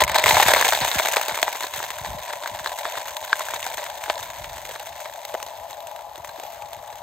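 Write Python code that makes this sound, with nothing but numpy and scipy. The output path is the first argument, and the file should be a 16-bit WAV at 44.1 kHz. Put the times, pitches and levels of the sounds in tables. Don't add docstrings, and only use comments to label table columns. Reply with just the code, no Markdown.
import sys
import numpy as np
from scipy import signal
from scipy.fft import rfft, irfft, next_fast_len
from scipy.io import wavfile

SR = 44100
rng = np.random.default_rng(int(sys.argv[2]) if len(sys.argv) > 2 else 0)


def master(y):
    cut = np.clip(np.atleast_2d(y).T, -1, 1)
    pcm = np.round(cut * 32767)
    wavfile.write(sys.argv[1], SR, pcm.astype(np.int16))


N = 309641


def from_db(db):
    return 10 ** (np.asarray(db) / 20)


def rms_one(x):
    return x / np.sqrt(np.mean(x ** 2) + 1e-20)


def in_time(rows):
    s, *columns = np.transpose(rows)
    return [np.interp(np.arange(N) / SR, s, column) for column in columns]


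def colour(x, spectrum):
    hz, db = np.transpose(spectrum)
    grid = np.maximum(np.arange(4097) * SR / 8192, 1)
    gain = from_db(np.interp(np.log(grid), np.log(hz), db))
    cepstrum = irfft(np.log(gain))
    cepstrum[1:4096] *= 2
    cepstrum[4097:] = 0
    response = irfft(np.exp(rfft(cepstrum)))
    return signal.oaconvolve(x, response[None], axes=1)[:, :N]


def resonance(x, hz, width_hz):
    r = np.exp(-np.pi * width_hz / SR)
    top = np.array([1, 0, -1]) * (1 - r * r) / 2
    return signal.lfilter(top, [1, -2 * r * np.cos(2 * np.pi * hz / SR), r * r], x)


def contacts(per_s, spread_db, t60):
    sizes = from_db(spread_db * np.minimum(rng.exponential(1, N), 3.2))
    hits = sizes * (rng.random(N) < per_s / SR)
    return rms_one(signal.lfilter([1], [1, -from_db(-60 / (t60 * SR))], hits + 1e-18))


def patter(envelope, hush_db):
    return (envelope + from_db(hush_db)) * rng.standard_normal((2, N))


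# start_s [s], level_db [dB], stone_pitch_hz [Hz], ring_width_hz [Hz],
# thud_pitch_hz [Hz], thud_db and crack_db [dB relative to level_db]
LARGE_STONES = [(0.0055, -5, 1840, 400.0, 1000.0, -12, -16.0), (0.0093, -16, 1790, 260.0, 1000, -10, -27),
                (0.0197, -2, 1970, 140.0, 930, -3.5, -23), (0.0377, -6, 2150.0, 220.0, 970, -14.5, -13),
                (0.0788, -13.5, 2150, 300.0, 960, -2, -13), (0.0965, -9.5, 2010, 400.0, 895, -3, -16),
                (0.1448, -10, 2230, 350.0, 750.0, -13, -17), (0.1532, -15, 1970, 110.0, 644, -3.0, -17),
                (0.1597, -5.5, 1590, 260.0, 980.0, -7, -16), (0.1793, -21, 1510.0, 360.0, 710.0, -17, -8),
                (0.1846, -2.5, 4000, 420.0, 1000, -9, -16), (0.196, -13, 2280.0, 400.0, 605, -6, -9),
                (0.2399, 0.5, 2050, 120.0, 614, -10, -17), (0.2601, -2, 2010.0, 650.0, 1010, -4, -14.5),
                (0.2668, -4.0, 2200, 680.0, 950, -6, -17), (0.2803, -6, 2120.0, 270.0, 930.0, -15, -14),
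                (0.2904, -6.5, 4300, 110.0, 930.0, -20, -10), (0.3091, -1, 2070, 270.0, 755, -5.5, -28),
                (0.3415, -19, 2100.0, 400.0, 950.0, -15, -20), (0.3495, -15, 2200.0, 500.0, 810, 3, -24),
                (0.3555, -7, 2070, 860.0, 980.0, -21, -25), (0.3689, -2.5, 2030, 400.0, 930, 1, -24),
                (0.3825, -23, 2000.0, 400.0, 894, -5, -7), (0.3995, -6, 2770.0, 760.0, 820, 6.5, -20),
                (0.4265, -3, 2120, 400.0, 900.0, -20, -21), (0.4301, -0.5, 1820, 380.0, 510.0, -32.0, -15),
                (0.4545, -13, 2010, 600, 950, -6, -17), (0.4639, -8, 2230.0, 540.0, 970.0, -8.0, -26),
                (0.472, -15, 2000.0, 400.0, 804, -3, -22), (0.4844, -1, 1670.0, 540.0, 716, -4, -15),
                (0.4922, -5, 1680.0, 350.0, 940.0, -5, -22.0), (0.5173, -7, 1710, 250.0, 930, 0, -32),
                (0.5367, 3.5, 1830, 300.0, 590, -7.5, -15.5), (0.5483, -5, 2110, 270.0, 1030.0, -19, -31),
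                (0.5623, -20.5, 2160.0, 360.0, 930, 15.5, -33), (0.5685, -10, 2100, 400, 940, 5, -28),
                (0.5912, -11, 1400.0, 680.0, 930.0, -9, -35), (0.6124, -5, 2220.0, 400.0, 950, -1, -30),
                (0.6255, -7.5, 1690, 390.0, 970, -1.5, -34), (0.6491, -7, 2150.0, 160.0, 970.0, -25, -12),
                (0.6885, -11.5, 2220, 100.0, 950, -4, -4.5), (0.7239, -4, 1720.0, 500.0, 820, -18, -37),
                (0.7334, -9, 1600, 220.0, 805, -7, -13), (0.7505, -7, 3510.0, 680.0, 950.0, -18, -24),
                (0.8044, -19, 2270.0, 310.0, 930.0, -13, -8), (0.8118, -14, 4170, 130.0, 800.0, -11, -17),
                (0.8763, -25, 1710.0, 270.0, 1000, 12, -24.0),
                (0.9152, -7.5, 3690.0, 450.0, 1000.0, -9, -19),
                (0.9548, -13, 1580.0, 390.0, 810.0, -14, -16), (0.9852, -15, 2280, 500.0, 840.0, -9, -16),
                (0.9901, -6, 2250, 720.0, 804, -20, -17), (0.9978, -5.5, 2080.0, 590.0, 940, 1, -26.0),
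                (1.0502, -12, 3110.0, 430.0, 960, -3, -20), (1.0585, -12, 1590, 200.0, 920, -3, -12),
                (1.086, -14, 1620, 260.0, 590, 0.5, -6), (1.1229, -24, 1720.0, 280.0, 920.0, -14, -1),
                (1.1354, -11, 1640, 610.0, 740, -8, -9), (1.1617, -13, 1670.0, 720.0, 884, 1, -9),
                (1.1685, 1, 2190, 420.0, 593, -10, -24), (1.1724, -17, 1600, 500, 850, 2, -18),
                (1.2136, -12.5, 1390.0, 480.0, 660.0, -16, -11),
                (1.2313, -18.5, 3650.0, 810.0, 800.0, -14, -9), (1.2831, -9.5, 4330, 650.0, 905, -2, -13.5),
                (1.2945, -15, 2080.0, 210.0, 660.0, -3.5, -26), (1.3111, -22, 1410, 120.0, 870, 1, -17.0),
                (1.3231, -25, 1550.0, 720.0, 930, 2, -9), (1.3445, -16.5, 2120, 140.0, 810.0, -3, -17),
                (1.355, -18, 3730.0, 480.0, 1020.0, -18, -13),
                (1.3753, -16.5, 2400.0, 390.0, 950.0, 3, -11), (1.3885, -17, 2240, 400, 947, -2, -17),
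                (1.3969, -18, 2230.0, 810.0, 750.0, -25.0, -14), (1.4165, -27, 2380.0, 290.0, 890.0, -6, 0),
                (1.4289, 2, 2060, 1400.0, 650, -9, -21), (1.4298, -11, 4200, 700, 950, -8, -25),
                (1.4432, -25, 3900.0, 1200.0, 900, -11, -10), (1.48, -12, 1800.0, 520.0, 826, 2, -26),
                (1.5287, -22, 2240, 90.0, 930.0, -13, -4), (1.5531, -23.5, 2200.0, 520.0, 950, 5, -15.0),
                (1.6071, -19, 2050, 300.0, 940, -2, -7), (1.6345, -16.5, 4200, 200.0, 990, -19, -14),
                (1.6415, -21.5, 1540, 420.0, 830, 7, -22), (1.7379, -17, 2060.0, 720.0, 980, -5, -14),
                (1.8024, -24, 1600, 350.0, 930, 9, -25), (1.8283, -21, 1670.0, 560.0, 930, 1, -7.5),
                (1.9045, -14.5, 1980, 810.0, 950, -8, -13), (1.9851, -23, 1570.0, 380.0, 1000.0, -15, -13),
                (2.0547, -27, 4120.0, 480.0, 940.0, -15, -9), (2.3057, -19.5, 1570, 150.0, 960.0, -19, -29),
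                (2.3341, -15, 1730, 450.0, 724, -5.5, -19), (2.4368, -23, 1590.0, 390.0, 680.0, -3, -24),
                (2.4598, -15.5, 1570, 260.0, 1000, -8, -25), (2.4751, -16, 4300, 110.0, 824, -7, -13.5),
                (2.5953, -22, 1660, 400, 900, -6, -19), (2.6447, -21.5, 1540.0, 290.0, 610.0, -15, -10.5),
                (2.6607, -8.5, 1680, 310.0, 920, -6, -29), (2.6731, -14, 4000, 260.0, 940.0, -6, -22),
                (2.7878, -20, 1480, 400, 800, -16, -8), (2.8538, -15, 1600, 370.0, 975, 1, -34),
                (2.9545, -20, 1600, 400, 900, -11, -22), (2.975, -18, 1610, 560.0, 950, 2.5, -25.0),
                (3.0801, -23.5, 1520, 540.0, 970.0, -8, -9),
                (3.1683, -17.5, 3700, 360.0, 810.0, -16, -14.5), (3.2373, -26, 3680, 340.0, 620.0, -6, -18),
                (3.3298, 0.5, 1620, 230.0, 1070, -5.5, -36), (3.3941, -24.5, 1950.0, 560.0, 930.0, 6, -3),
                (3.4068, -21.5, 1950, 160.0, 1050, 4, -23.0), (3.4859, -17.5, 1550, 270.0, 960.0, -19, -18),
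                (3.5047, -28, 1670.0, 310.0, 990.0, 1, -22), (3.5369, -20, 2090.0, 610.0, 910, 6.5, -24),
                (3.5525, -25, 2020, 400, 1010, -10, -18), (3.6286, -14.5, 2920.0, 720.0, 1040, -10, -24),
                (3.6654, -20, 1600, 230.0, 775, 2.5, -8.5), (3.7803, -19, 1680, 310.0, 590.0, -8, -22),
                (3.8651, -19, 1650.0, 650.0, 1010.0, -8, -25),
                (4.039, -19, 1670.0, 680.0, 980.0, -17, -12.5),
                (4.0603, -21, 1640.0, 810.0, 1040.0, -9, -27), (4.0809, -29, 1540.0, 680.0, 786, 7, -25.0),
                (4.099, -3.5, 2860, 2380, 695, -4, -43), (4.1022, -9.5, 1750, 260.0, 690, -25, -32),
                (4.1941, -29.5, 1610.0, 400.0, 840, 5.5, -20.0), (4.2292, -23.5, 3600, 150.0, 960, -2, -12),
                (4.3024, -23.5, 1720.0, 610.0, 1030.0, -10, -10),
                (4.4439, -17.5, 2300, 1500.0, 1040.0, -12, -31), (4.582, -25, 2030, 760.0, 830, 2.5, -20),
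                (4.6529, -23, 1990.0, 400.0, 544, -6, -15), (4.6918, -26.5, 1900, 90.0, 540, -1, -7),
                (4.7119, -20.5, 2860, 590.0, 700.0, -3, -23), (4.7597, -25, 1650.0, 360.0, 910, 4, -20),
                (5.0515, -27, 2040, 240.0, 840.0, -12, -22), (5.0569, -23.5, 2120, 290.0, 930, 3, -24),
                (5.2513, -24, 4000, 350.0, 676, -4, -5.5), (5.3418, -24.5, 2010, 180.0, 580, 8.5, -13),
                (5.3498, -31.5, 1260.0, 720.0, 704, 20, -13.0), (5.4014, -25, 2860.0, 760.0, 1050, 2, -15),
                (5.4277, -19.5, 2840, 590.0, 960.0, -5, -10.5),
                (5.4644, -25, 4030.0, 720.0, 800.0, -2, -10), (5.6996, -32, 3600, 370.0, 583, -7, -9),
                (5.7084, -34, 2010.0, 590.0, 830.0, 5, -1), (5.7302, -25, 3900, 520.0, 690.0, -10, -20),
                (5.805, -29.5, 3900, 600, 800, -6, -12), (5.871, -27, 2930, 900.0, 610.0, -9, -12),
                (5.914, -34, 2000, 900, 800, -6, -7), (5.962, -30, 1500, 600, 844, -2, -9),
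                (5.992, -32, 1600, 600, 850, -4, -13), (6.1575, -26, 3730, 610.0, 670.0, -6, -13),
                (6.179, -38, 1900.0, 400.0, 355, 9, -2), (6.2466, -25, 1850, 270.0, 950, 0, -14),
                (6.2921, -27, 4040, 170.0, 870, -1, -14), (6.384, -42, 1900.0, 400.0, 334, 12.5, -12.0),
                (6.3985, -33, 3000.0, 700.0, 695, 8, -3.5), (6.4358, -37, 1590, 180.0, 620.0, 11, -1),
                (6.622, -29.5, 2500, 290.0, 705, -5, -12), (6.6581, -33, 4020.0, 190.0, 860.0, -2.0, -17.0),
                (6.7316, -25.5, 3150, 760.0, 680.0, -23.0, -21), (6.9265, -36.5, 3000.0, 800.0, 655, 5, -7)]
# pitch_hz [Hz], width_hz [Hz], level_db [dB]
THUD_MODES = [(468, 89, -16.5), (628, 52, -5.5), (882, 20, -7.5)]
SNAP_MODES = [(1600, 47, -13), (2150, 290, -13), (3600, 1050, -19)]
UNEVEN_DB = -6.5


def ring_modes(blow, modes):
    return sum(from_db(db + UNEVEN_DB * rng.standard_normal()) * resonance(blow, hz, width)
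               for hz, width, db in modes)


def knocks(rows):
    size = 3000
    rung, crack = np.zeros((2, N + size)), np.zeros(N + size)
    t = np.arange(size) / SR
    contact = signal.butter(2, 4200, fs=SR)
    for s, db, stone_hz, width_hz, thud_hz, thud_db, crack_db in rows:
        rebounds = 0.045 * rng.standard_normal((2, size)) * from_db(-60 * t / 0.016)
        blow = rebounds + [[1], [.3]] * (np.arange(size) == 1)
        blow = signal.lfilter(*contact, blow)
        low = ring_modes(blow, THUD_MODES)
        high = ring_modes(blow, SNAP_MODES) + resonance(blow, stone_hz, max(width_hz, 40))
        low = low + resonance(blow, thud_hz, 0.15 * thud_hz)
        low = np.roll(low, 24, axis=1)
        thud = from_db(thud_db) * low / abs(low[0]).max()
        ring = high / abs(high[0]).max()
        at = max(round(s * SR) - 4, 0)
        rung[:, at:at + size] += from_db(db) * (thud + ring)
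        crack[at:at + size] += from_db(db + crack_db - 60 * (t - .0015) / 0.015)
    no_bass = signal.butter(2, 300, "high", fs=SR, output="sos")
    rung = signal.sosfilt(no_bass, rung)
    return rung[:, :N] + crack[:N] * rms_one(colour(rng.standard_normal((2, N)), GRIT_COLOUR))


MEAN_FLOW_DB = -34.5
PEBBLES_PER_S, PEBBLE_DB, PEBBLE_SPREAD_DB = 55, -28.5, 3.5
PEBBLE_FOLLOWS = 0.81
PEBBLE_WIDTH_HZ, PEBBLE_THUD_DB, PEBBLE_CRACK_DB = 350, -40, -8


def landings(flow_db):
    gap, size, pitch, depth = rng.random((600, 4)).T
    start_s = np.cumsum(-np.log(gap) / PEBBLES_PER_S)
    flow = flow_db[np.minimum(start_s * SR, N - 1).astype(int)] - MEAN_FLOW_DB
    level_db = PEBBLE_DB + PEBBLE_FOLLOWS * flow + PEBBLE_SPREAD_DB * (2 * size - 1)
    stone_hz = 1450 * 2 ** (1.5 * pitch ** 2)
    thud_hz = 600 * 2 ** (1.2 * depth)
    pebbles = [(s, db, hz, PEBBLE_WIDTH_HZ, low_hz, PEBBLE_THUD_DB, PEBBLE_CRACK_DB)
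               for s, db, hz, low_hz in zip(start_s, level_db, stone_hz, thud_hz) if s < N / SR]
    return LARGE_STONES + pebbles


SWELL_SHARE = 0.37
SWELL_LEAD_S = 0.0028
SWELL_T60_S = 0.028


def knock_swells(rows, flow_db):
    s, db = np.transpose([row[:2] for row in rows])
    at = (np.maximum(s - SWELL_LEAD_S, 0) * SR).astype(int)
    clicks = np.full(N, 1e-18)
    clicks[at] = from_db(SWELL_SHARE * (db - flow_db[at]))
    r = from_db(-60 / (SWELL_T60_S * SR))
    return rms_one(signal.lfilter([1], [1, -2 * r, r * r], clicks))


# pitch_hz [Hz], density_db [dB per Hz]
STONE_COLOUR = [(200, -29), (400, -18), (600, -2), (950, 0.5), (1250, -12), (1700, -3.5), (2150, -6.5),
                (2800, -12), (3700, -3.5), (5100, -11.5), (6400, -20), (8000, -8), (10500, -23.5),
                (16500, -17.5)]


def stones(level_db, landing):
    heavy = patter(contacts(110, spread_db=2.0, t60=0.054) + 1.46 * landing, hush_db=-7.0)
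    heavy = signal.sosfilt(signal.butter(1, 2200, fs=SR, output="sos"), heavy)
    chips = contacts(200, spread_db=7.0, t60=0.00044) * np.array([[1], [.3]])
    light = patter(landing, hush_db=-41) + 0.58 * chips
    light = signal.sosfilt(signal.butter(1, 1800, "high", fs=SR, output="sos"), light)
    mixed = rms_one(heavy) + from_db(-3.0) * rms_one(light)
    return from_db(level_db) * rms_one(colour(mixed, STONE_COLOUR))


# pitch_hz [Hz], density_db [dB per Hz]
GRIT_COLOUR = [(800, -26.5), (2000, 1), (3500, 3), (4800, -9.5), (6300, 3.5), (7400, 0.5), (9800, -2),
               (11800, -1), (16500, -2.5)]
GRIT_DB, GRIT_FOLLOWS = -39.5, 0.95
GRIT_STARTS_S, GRIT_RISE_S = 0.18, 0.1


def grit(flow_db, landing):
    arrived = np.clip((np.arange(N) / SR - GRIT_STARTS_S) / GRIT_RISE_S, .1, 1)
    ticks = patter(0.45 * landing + 1.47 * contacts(250, spread_db=-4.0, t60=0.00099), hush_db=1.5)
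    level_db = GRIT_DB + GRIT_FOLLOWS * (flow_db - MEAN_FLOW_DB)
    return arrived * from_db(level_db) * rms_one(colour(ticks, GRIT_COLOUR))


# pitch_hz [Hz], width_hz [Hz], full_db [dB when full], gain_db [dB gained as it empties]
BED_MODES = [(590, 47, 1.5, -0.7), (620, 20, 6.5, -3.5), (675, 16.7, 1.4, 4.5), (751, 23, -2.3, 2.5),
             (829.3, 30, -4, 10.5), (880, 38, 0, 2), (930, 59, 1, -2), (1000, 66, 4.5, -8.5),
             (1084, 106, -17, 7)]


def rumble(level_db):
    slide = patter(contacts(300, spread_db=1.0, t60=0.033), hush_db=0.0)
    emptied = np.arange(N) / N
    rung = np.zeros((2, N))
    for k, (hz, width, full_db, gain_db) in enumerate(BED_MODES):
        sign = (-1) ** k
        rung += from_db(full_db + gain_db * emptied) * sign * resonance(slide, hz, width)
    rung = signal.sosfilt(signal.butter(2, [480, 1400], "band", fs=SR, output="sos"), rung)
    return from_db(level_db) * rms_one(rung)


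# pitch_hz [Hz], density_db [dB per Hz]
SAND_COLOUR = [(88, -43), (150, -10.5), (414, -17), (675, -39), (1500, -30), (2000, -9), (3600, -7),
               (7920, -18), (10200, -31), (12000, -7), (16000, -17)]
# start_s [s], level_db [dB]
SAND_LEVEL = [(0, -65), (5.9, -50.5), (6.1, -55), (6.3, -53), (6.45, -45.5), (6.65, -55.5), (7.02, -56)]


def sand():
    return from_db(in_time(SAND_LEVEL)[0]) * rms_one(colour(rng.standard_normal((2, N)), SAND_COLOUR))


# start_s [s], level_db [dB]
BREEZE = [(0.0, -37), (0.2, -47), (0.36, -41), (0.6, -48), (1.1, -59), (1.7, -58.5), (2.12, -50),
          (2.3, -63), (2.55, -54), (2.8, -59.5), (3.35, -63.5), (3.55, -54), (3.9, -60.5), (4.25, -51.5),
          (4.6, -50.5), (5.15, -63), (6.1, -58), (6.4, -60), (6.7, -56), (7.02, -56)]
# pitch_hz [Hz], density_db [dB per Hz]
BREEZE_COLOUR = [(12, -41), (20, -29), (42, 0.5), (65, 5), (118, 2), (176, -8), (238, -12), (450, -14),
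                 (580, -46), (990, -120)]
# [Hz, reached about 2 ms after the start]
WIND_PUFFS = [(0.25, -31, 130), (0.326, -27.5, 225), (0.363, -31, 120), (0.457, -26, 234),
              (0.81, -30.5, 340), (0.953, -29.5, 346), (1.317, -40, 296), (1.776, -43, 244),
              (2.009, -41, 200), (2.075, -37, 170), (2.099, -38, 202), (2.144, -36, 280), (2.512, -43, 298),
              (2.535, -41, 109), (2.606, -42, 208), (6.197, -47, 150), (6.625, -46, 110), (6.766, -48, 148)]
WAKE_DB, WAKE_S = -12, 0.013


def wind():
    lumps = patter(contacts(22, spread_db=-10.0, t60=0.11), hush_db=-0.5)
    lumpy = rms_one(colour(lumps, BREEZE_COLOUR))
    t, strength, sweeps = np.arange(N) / SR, from_db(in_time(BREEZE)[0]), np.zeros((2, N))
    for s, db, hz in WIND_PUFFS:
        age = np.maximum(t - s, 0)
        turns = 70 * age + (hz - 70) * 0.0101 * (1 - np.exp(-age / 0.0075))
        swell = (age / 0.007) * np.exp(1 - age / 0.0075)
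        sweeps[0] += from_db(db) * np.sin(2 * np.pi * turns) * swell
        strength = strength + from_db(db + WAKE_DB) * (age / WAKE_S) * np.exp(1 - age / WAKE_S)
    return strength * lumpy + sweeps


# pitch_hz [Hz], left_lead_rad [radians]
PORT_LEAD = [(0, 0), (690, .5), (1600, -.5), (2500, .2), (3190, 1.6), (4310, .6), (4740, .3), (5340, 2.4),
             (6030, 1.6), (6600, -.3), (7500, -.4), (8300, -1), (9130, -2.5), (9730, -3.1), (10700, -3.4),
             (12700, -6.1), (13800, -6.3), (16100, -9)]
# pitch_hz [Hz], left_minus_right_db [dB]
PORT_LEAN = [(300, 0), (900, 1), (1700, 1.5), (2100, -1), (2900, -2.5), (3500, 3.5), (4800, 1), (6300, 8),
             (7200, 1.5), (9200, 0)]
# pitch_hz [Hz], likeness [0 unrelated, 1 the same]
PORT_LIKENESS = [(100, 0.8), (500, 0.96), (2200, 0.77), (3000, 0.63), (4000, 1), (4900, 0.12), (6200, 0.86),
                 (7200, 0.65), (8700, 0.77), (10200, 1), (12000, 0.61), (13500, 0.51), (15000, 1)]


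def ports(pair):
    size = next_fast_len(N + 2000)
    hz = np.arange(size // 2 + 1) * SR / size
    shared, scattered = rfft(pair, size)
    alike = np.clip(np.interp(hz, *np.transpose(PORT_LIKENESS)), 0, 1)
    lean_db = np.interp(hz, *np.transpose(PORT_LEAN))
    lead = np.interp(hz, *np.transpose(PORT_LEAD))
    half = from_db(lean_db / 2) * np.exp(.5j * lead)
    shared = shared * np.sqrt((1 + alike) / 2)
    scattered = scattered * np.sqrt((1 - alike) / 2)
    left, right = (shared + scattered) * half, (shared - scattered) / half
    return irfft(np.array([left, right]), size)[:, :N]


# [dB, level of the rumble]
POUR_LEVELS = [(0.0, -16, -18), (0.065, -33, -32), (0.16, -20, -31), (0.23, -27, -31), (0.3, -19, -27),
               (0.425, -17.5, -53), (0.447, -27.5, -49), (0.485, -18, -40), (0.55, -20, -44),
               (0.76, -23, -44), (1.06, -26, -33), (1.37, -33.5, -34.5), (1.64, -33, -39),
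               (2.17, -37.5, -35.5), (2.6, -37.5, -35.5), (2.87, -33.5, -34.5), (3.19, -37.5, -37.5),
               (3.64, -32, -36.5), (3.95, -37, -35.5), (4.57, -40, -39), (4.8, -39, -39.5), (5.4, -44, -38),
               (6.0, -51, -38.5), (6.4, -47.5, -39), (7.02, -46.5, -40)]


def scene():
    flow_db, bed_db = in_time(POUR_LEVELS)
    landing = contacts(180, spread_db=5.0, t60=0.013) + 0.64 * knock_swells(LARGE_STONES, flow_db)
    falling = knocks(landings(flow_db)) + stones(flow_db, landing) + grit(flow_db, landing) + sand()
    lean_db = 0.5 + 0.39 * np.arange(N) / SR
    bed = ports(rumble(bed_db)) * from_db([lean_db, -lean_db])
    return bed + ports(falling + wind())


CUTOFF_HZ = 15800


def record(dry):
    top_cut = signal.ellip(12, .5, 60, CUTOFF_HZ, fs=SR, output="sos")
    return signal.sosfilt(top_cut, np.tanh(dry))


dry = scene()
out = record(dry)
master(out)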